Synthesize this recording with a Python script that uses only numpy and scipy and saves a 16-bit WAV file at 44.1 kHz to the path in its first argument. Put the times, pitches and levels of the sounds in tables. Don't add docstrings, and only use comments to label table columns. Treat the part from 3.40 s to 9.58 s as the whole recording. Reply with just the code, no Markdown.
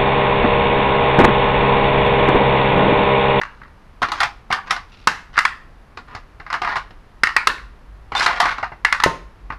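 import sys
import numpy as np
from scipy import signal
from scipy.fft import rfft, irfft
from scipy.io import wavfile
from scipy.ndimage import uniform_filter1d

SR = 44100
rng = np.random.default_rng(int(sys.argv[2]) if len(sys.argv) > 2 else 0)


def int16_out(signal):
    q = np.round(np.clip(np.atleast_2d(signal).T, -1, 1) * 32767)
    wavfile.write(sys.argv[1], SR, q.astype(np.int16))


N = 272538
LENGTH = SR // 2
AGE, TIME = np.arange(LENGTH) / SR, np.arange(N) / SR

# f/Hz, relative level/dB, base t60/s (t60 = time to fade by 60 dB)
TILE_TONES = [(820, -8.5, 0.022), (901, 0, 0.023), (1032, 3, 0.021), (1135, -3.5, 0.032),
              (1241, -1.5, 0.034), (1431, 0, 0.028), (1594, -0.5, 0.026), (1755, -6.5, 0.058),
              (1924, 0, 0.031), (2067, 2, 0.026), (2334, 4.5, 0.012), (2746, -13, 0.093)]
# f/Hz, relative level/dB, base t60/s
FAR_TRAY_TONES = [(381, -28, 0.14), (536, -24, 0.081), (701.5, -6, 0.061), (812, -4.5, 0.045)]


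def near_tiles():
    # t/s, relative level/dB, ring centre f/Hz, relative crack level/dB, relative thud level/dB
    hits = [(0.014, -12, 1650, -15.5, -17), (0.216, -29, 1250, -39, -11), (0.255, -37.5, 1210, -35, -28),
            (1.672, 1.5, 1080, -9, -12), (1.957, -22, 1640, -20, -38), (1.968, -17.5, 1550, -11, -38),
            (1.977, -1.5, 1360, -18.5, -28), (1.988, -2.5, 1380, -10, -34), (2.051, -1.5, 1410, -12, -34),
            (3.834, 2, 1940, -13, -21.5), (3.87, -9.5, 1850, -11, -20), (3.964, 2, 2010, -14.5, -24),
            (4.071, 0.5, 1130, -6.5, -11.5), (4.18, -29, 2030, -29, -23), (5.448, 0, 2120, -13.5, -34),
            (5.525, -2, 1530, -11.5, -50), (5.6, -9.5, 1390, -12.5, -20), (5.636, 0.5, 1320, -6.5, -24)]
    return knocks(hits, TILE_TONES, level_db=18, crack_db=-0.5, thud_db=-3.5, snap_db=1.0,
                  sustain=0.71, spill=0.53, crack_t60=0.018, thud_t60=0.011, contact_s=0.0013,
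                  early_db=-8.0, tail_db=-8.0, shudder_db=-7, flat_hz=1530,
                  bounce_s=0.019, rebound_db=-4.5, rattle_top_db=-15.5, rattle_crack_db=-16)


def far_pile():
    # t/s, relative level/dB, ring centre f/Hz, relative crack level/dB, relative thud level/dB
    hits = [(0.618, -6, 870, -16, -12.5), (0.627, -1.5, 1360, -17.5, -22), (0.685, -15, 1320, -14, -14),
            (0.717, -6.5, 940, -11.5, -18), (0.803, -2.5, 1450, -10.5, -46), (0.812, -1.5, 1220, -32, -34),
            (0.831, -2.5, 1350, -11, -22.5), (1.103, -10, 840, -22, -12.5), (1.112, -8, 1900, -17.5, -39),
            (1.125, -3, 1200, -10, -29), (1.307, -2.5, 1540, -9, -46), (1.363, -12.5, 1520, -14, -40),
            (2.572, -20, 1140, -12, -8.5), (2.749, -18, 1390, -12, -8.5), (2.999, -22.5, 1430, -18.5, -8),
            (3.064, -20, 1310, -21.5, -33), (3.101, -12, 1230, -19, -42), (3.127, -8, 1200, -14, -22),
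            (3.138, -4.5, 1360, -22, -22), (3.217, -6, 960, -17, -20), (3.247, -7.5, 1170, -21, -26),
            (3.274, -8.5, 1230, -23, -38), (3.332, -13, 1230, -30, -35), (3.356, -7, 1040, -18, -20),
            (3.365, -9.5, 1490, -14.5, -16.5), (3.506, -35, 1930, -8, 0.5), (4.719, -10.5, 1040, -22, -12),
            (4.75, -4.5, 1040, -14.5, -38), (4.806, -1.5, 1730, -19, -37), (4.861, 1.5, 1390, -14, -28.5),
            (4.895, -6.5, 900, -35, -26), (5.001, 2, 850, -11, -34), (5.027, -6.5, 1050, -22, -20),
            (5.054, -2.5, 1120, -18, -18.5), (5.181, -12, 1030, -20, -20), (5.228, -6, 950, -26, -20),
            (5.318, -20.5, 950, -28, -10.5), (6.102, -12, 1300, -28.5, -13)]
    return knocks(hits, TILE_TONES + FAR_TRAY_TONES, level_db=13.0, crack_db=5, thud_db=1.5, snap_db=-1.0,
                  sustain=1.23, spill=0.36, crack_t60=0.021, thud_t60=0.037, contact_s=0.0012,
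                  early_db=-0.5, tail_db=-12.5, shudder_db=5, flat_hz=1200,
                  bounce_s=0.013, rebound_db=-8.5, rattle_top_db=-4, rattle_crack_db=-21.5)


def knocks(hits, tones, level_db, crack_db, thud_db, snap_db, sustain, spill, crack_t60, thud_t60,
           contact_s, early_db, tail_db, shudder_db, flat_hz, bounce_s, rebound_db, rattle_top_db,
           rattle_crack_db):
    # f/Hz, relative level/dB
    shudder_colour = [(40, -16), (100, 7.5), (160, -3.5), (230, -7), (380, -2.5), (520, -18.5), (900, -11),
                      (1500, -53.5)]
    out = np.zeros(N)
    onset = (1 - np.exp(-AGE / contact_s)) ** 2

    def contact(db, centre_hz, edge_db, push_db):
        ring = unit(tile_ring(tones, centre_hz, sustain, spill) * onset)
        whole_tile = unit(tile_ring(tones, np.sqrt(centre_hz * flat_hz), sustain, spill=1.0) * onset)
        crack = from_db(edge_db + crack_db) * unit(edge_crack(db + edge_db, crack_t60) * onset)
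        shudder = from_db(shudder_db) * unit(noise(shudder_colour, LENGTH) * dying(thud_t60) * onset)
        thud = from_db(push_db + thud_db) * unit(unit(tray_push()) + shudder)
        direct = ring + from_db(snap_db) * crack + thud
        echoes = room(whole_tile + crack + thud, early_db, tail_db)
        return from_db(db + level_db) * (direct + echoes)

    for start, db, centre_hz, edge_db, push_db in hits:
        add(out, start, contact(db, centre_hz, edge_db, push_db))
        rebound = contact(min(db + rebound_db, rattle_top_db), flat_hz, rattle_crack_db, push_db)
        add(out, start, signal.fftconvolve(bounces(bounce_s), rebound))
    return out


def tile_ring(tones, centre_hz, sustain, spill, octaves=0.35, scatter_db=3.0, detune=0.032, lag_s=0.00069):
    hz, db, t60 = np.transpose(tones)
    hz = hz * (1 + detune * rng.standard_normal(len(hz)))
    favour = spill + np.exp(-0.5 * (np.log2(hz / centre_hz) / octaves) ** 2)
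    gain = favour * from_db(db + scatter_db * rng.standard_normal(len(hz))) * rng.choice([-1, 1], len(hz))
    age = np.maximum(AGE[:LENGTH // 4] - lag_s * rng.random((len(hz), 1)), 0)
    fade = dying(sustain * t60[:, None], age)
    ring = gain @ (np.sin(2 * np.pi * hz[:, None] * age) * fade)
    return np.pad(ring, (0, LENGTH - len(ring)))


def edge_crack(db, t60, firm_db=-14, firm_hz=10000, db_per_octave=26):
    # f/Hz, relative level/dB
    crack_colour = [(1700, -10), (2600, 5.5), (3300, 3.5), (4100, 5), (5200, 1.5), (6500, -6.5),
                    (8000, -13), (10500, -12), (13000, -23), (16000, -28)]
    cutoff_hz = np.clip(firm_hz * 2 ** ((db - firm_db) / db_per_octave), 4000, 17000)
    lowpass = signal.butter(2, cutoff_hz, fs=SR, output="sos")
    return signal.sosfilt(lowpass, noise(crack_colour, LENGTH)) * dying(t60)


def tray_push(low_hz=119.3, high_hz=636):
    click = signal.unit_impulse(LENGTH) + 1e-18
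    return signal.sosfilt(signal.butter(2, [low_hz, high_hz], "band", fs=SR, output="sos"), click)


def bounces(gap_s, shrink=0.8, loss_db=8, jitter=0.2, count=3):
    bounce, clicks = np.arange(count), np.zeros(LENGTH)
    gaps = gap_s * shrink ** bounce * np.exp(jitter * rng.standard_normal(count))
    landings = np.minimum((np.cumsum(gaps) * SR).astype(int), LENGTH - 1)
    clicks[landings] = from_db(-loss_db * bounce) * rng.choice([-1, 1], count)
    return clicks


def scrapes(slips_per_s=95, spread_db=3.0, swell_s=0.0068, points=3):
    # start t/s, end t/s, level/dB, grit level/dB compared with the ring
    slides = [(0.047, 0.223, -54.5, -10), (0.749, 0.823, -30.5, -8.5), (1.132, 1.188, -28, -23),
              (1.259, 1.336, -31.5, -10.5), (1.491, 1.657, -53, 9), (1.921, 2.014, -41, -6),
              (2.671, 2.781, -42.5, -14), (3.221, 3.343, -25.5, -15.5), (3.358, 3.38, -33.5, -8.5),
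              (4.759, 4.861, -22, -1), (4.871, 5.015, -24.5, -12.5), (5.016, 5.129, -22, -13.5)]
    out = np.zeros(N)
    for start, end, db, grit_db in slides:
        pressure = (AGE < end - start) * (1 - np.exp(-AGE / swell_s))
        stroke = np.zeros(LENGTH)
        for _ in range(points):
            sizes = from_db(spread_db * rng.uniform(-1, 1, LENGTH)) * rng.choice([-1, 1], LENGTH)
            slips = sizes * (rng.random(LENGTH) < slips_per_s / SR) * pressure
            ring = unit(tile_ring(TILE_TONES + FAR_TRAY_TONES, centre_hz=1250, sustain=1.6, spill=0.4))
            tick = from_db(grit_db) * unit(edge_crack(db + grit_db, t60=0.027))
            echoes = room(ring + tick, early_db=-8, tail_db=-4.5)
            stroke += signal.fftconvolve(slips, ring + tick + echoes)[:LENGTH]
        add(out, start, from_db(db) * unit(stroke) * np.sqrt((end - start) * SR))
    return out


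def tray_thump(start_s=5.662, gain_db=-11):
    # f/Hz, relative level/dB, t60/s
    tray_tones = [(170.3, -12, 0.23), (290, -42, .025), (415, -1, 0.023), (564, 13.5, 0.011),
                  (910, -7, 0.26), (1051, -6, 0.29), (1420, -20, .03)]
    out = np.zeros(N)
    ring = sum(from_db(db) * np.sin(2 * np.pi * hz * AGE) * dying(t60) for hz, db, t60 in tray_tones)
    add(out, start_s, from_db(gain_db) * (ring + room(ring, early_db=-25.0, tail_db=-9)))
    return out


def squeak(start_s=4.757, attack_s=0.0071, hold_s=0.017, t60=0.12, level_db=-21.5):
    whistle = narrow_noise(hz=3587, width_hz=19)
    loudness = np.sqrt(np.abs(uniform_filter1d(whistle ** 2, size=100)) + 1e-20)
    age = TIME - start_s
    attack = np.clip(age / attack_s, 0, 1)
    release = dying(t60, np.maximum(age - hold_s, 0))
    return from_db(level_db) * whistle / loudness * attack * release


def room(sound, early_db, tail_db, early_t60=0.16, tail_t60=0.38, gap_s=0.0018,
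         treble_hz=5100, treble_t60=0.34, treble_db=-3):
    echoes = diffuse(sound) * (1 - np.exp(-(AGE / gap_s) ** 2))
    dull = signal.sosfilt(signal.butter(1, treble_hz, fs=SR, output="sos"), echoes)
    treble = from_db(treble_db) * (echoes - dull)
    early = from_db(early_db) * unit(dying(early_t60))
    dull_fade = np.hypot(early, from_db(tail_db) * unit(dying(tail_t60)))
    treble_fade = np.hypot(early, from_db(tail_db) * unit(dying(treble_t60)))
    return np.linalg.norm(sound) * (dull * dull_fade + treble * treble_fade) / np.std(echoes)


def diffuse(sound):
    running_power = np.concatenate([[0], np.cumsum(np.abs(rfft(sound)) ** 2)])
    bins = np.arange(len(running_power) - 1)
    blur_ratio = np.interp(bins * SR / LENGTH, [1500, 4000], [1.015, 1.1])
    low = (bins / blur_ratio).astype(int)
    high = np.minimum((bins * blur_ratio).astype(int) + 1, len(bins))
    blurred_power = (running_power[high] - running_power[low]) / (high - low)
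    return irfft(np.sqrt(blurred_power) * rfft(rng.standard_normal(LENGTH)), LENGTH)


def background():
    # f/Hz, relative level/dB
    air_colour = [(20, -11), (35, -3.5), (60, -10.5), (120, -16), (300, -24), (600, -27.5), (1150, -26.5),
                  (2000, -33.5), (3300, -42), (5000, -46.5), (7500, -55.5), (10000, -58), (13000, -58),
                  (15000, -96)]
    # t/s, level/dB
    hum_levels = [(0, -59), (2.0, -53), (4.05, -50.5), (4.25, -41), (5.0, -47.5), (6.18, -40.5)]
    # f/Hz, filter width/Hz, level/dB
    whine_bands = [(10400, 350, -84.5), (15050, 450, -97)]
    hum_gain = from_db(np.interp(TIME, *np.transpose(hum_levels)))
    hum = hum_gain * narrow_noise(hz=48.3, width_hz=9)
    whine = sum(from_db(db) * narrow_noise(hz, width_hz) for hz, width_hz, db in whine_bands)
    air = from_db(-45.5) * noise(air_colour, N)
    rumble = from_db(-53) * narrow_noise(hz=27, width_hz=14)
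    return air + hum + rumble + whine


def narrow_noise(hz, width_hz):
    r = np.exp(-np.pi * width_hz / SR)
    forward = np.array([1, 0, -1]) * (1 - r * r) / 2
    feedback = [1, -2 * r * np.cos(2 * np.pi * hz / SR), r * r]
    once = signal.lfilter(forward, feedback, rng.standard_normal(N))
    return rms_one(signal.lfilter(forward, feedback, once))


def noise(colour, size):
    hz, db = np.transpose(colour)
    grid_hz = np.maximum(np.fft.rfftfreq(size, 1 / SR), 1)
    gain = from_db(np.interp(np.log(grid_hz), np.log(hz), db))
    return rms_one(irfft(rfft(rng.standard_normal(size)) * gain, size))


def from_db(db):
    return 10 ** (np.asarray(db) / 20)


def rms_one(x):
    return x / np.sqrt(np.mean(x ** 2) + 1e-20)


def unit(x):
    return x / np.sqrt(np.sum(x ** 2) + 1e-20)


def dying(t60, age=AGE):
    return np.exp(-np.log(1000) * age / t60)


def add(out, start_s, sound):
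    at = max(round(start_s * SR), 0)
    out[at:at + len(sound)] += sound[:max(N - at, 0)]


def scene():
    return (near_tiles() + far_pile() + scrapes() + tray_thump() + squeak() + background())[None]


def record(dry):
    ceiling, cutoff_hz = 0.9, 16600
    squashed = dry / (1 + (dry / ceiling) ** 6) ** (1 / 6)
    return signal.sosfilt(signal.cheby2(16, 80, cutoff_hz, fs=SR, output="sos"), squashed)


dry = scene()
out = record(dry)
int16_out(out)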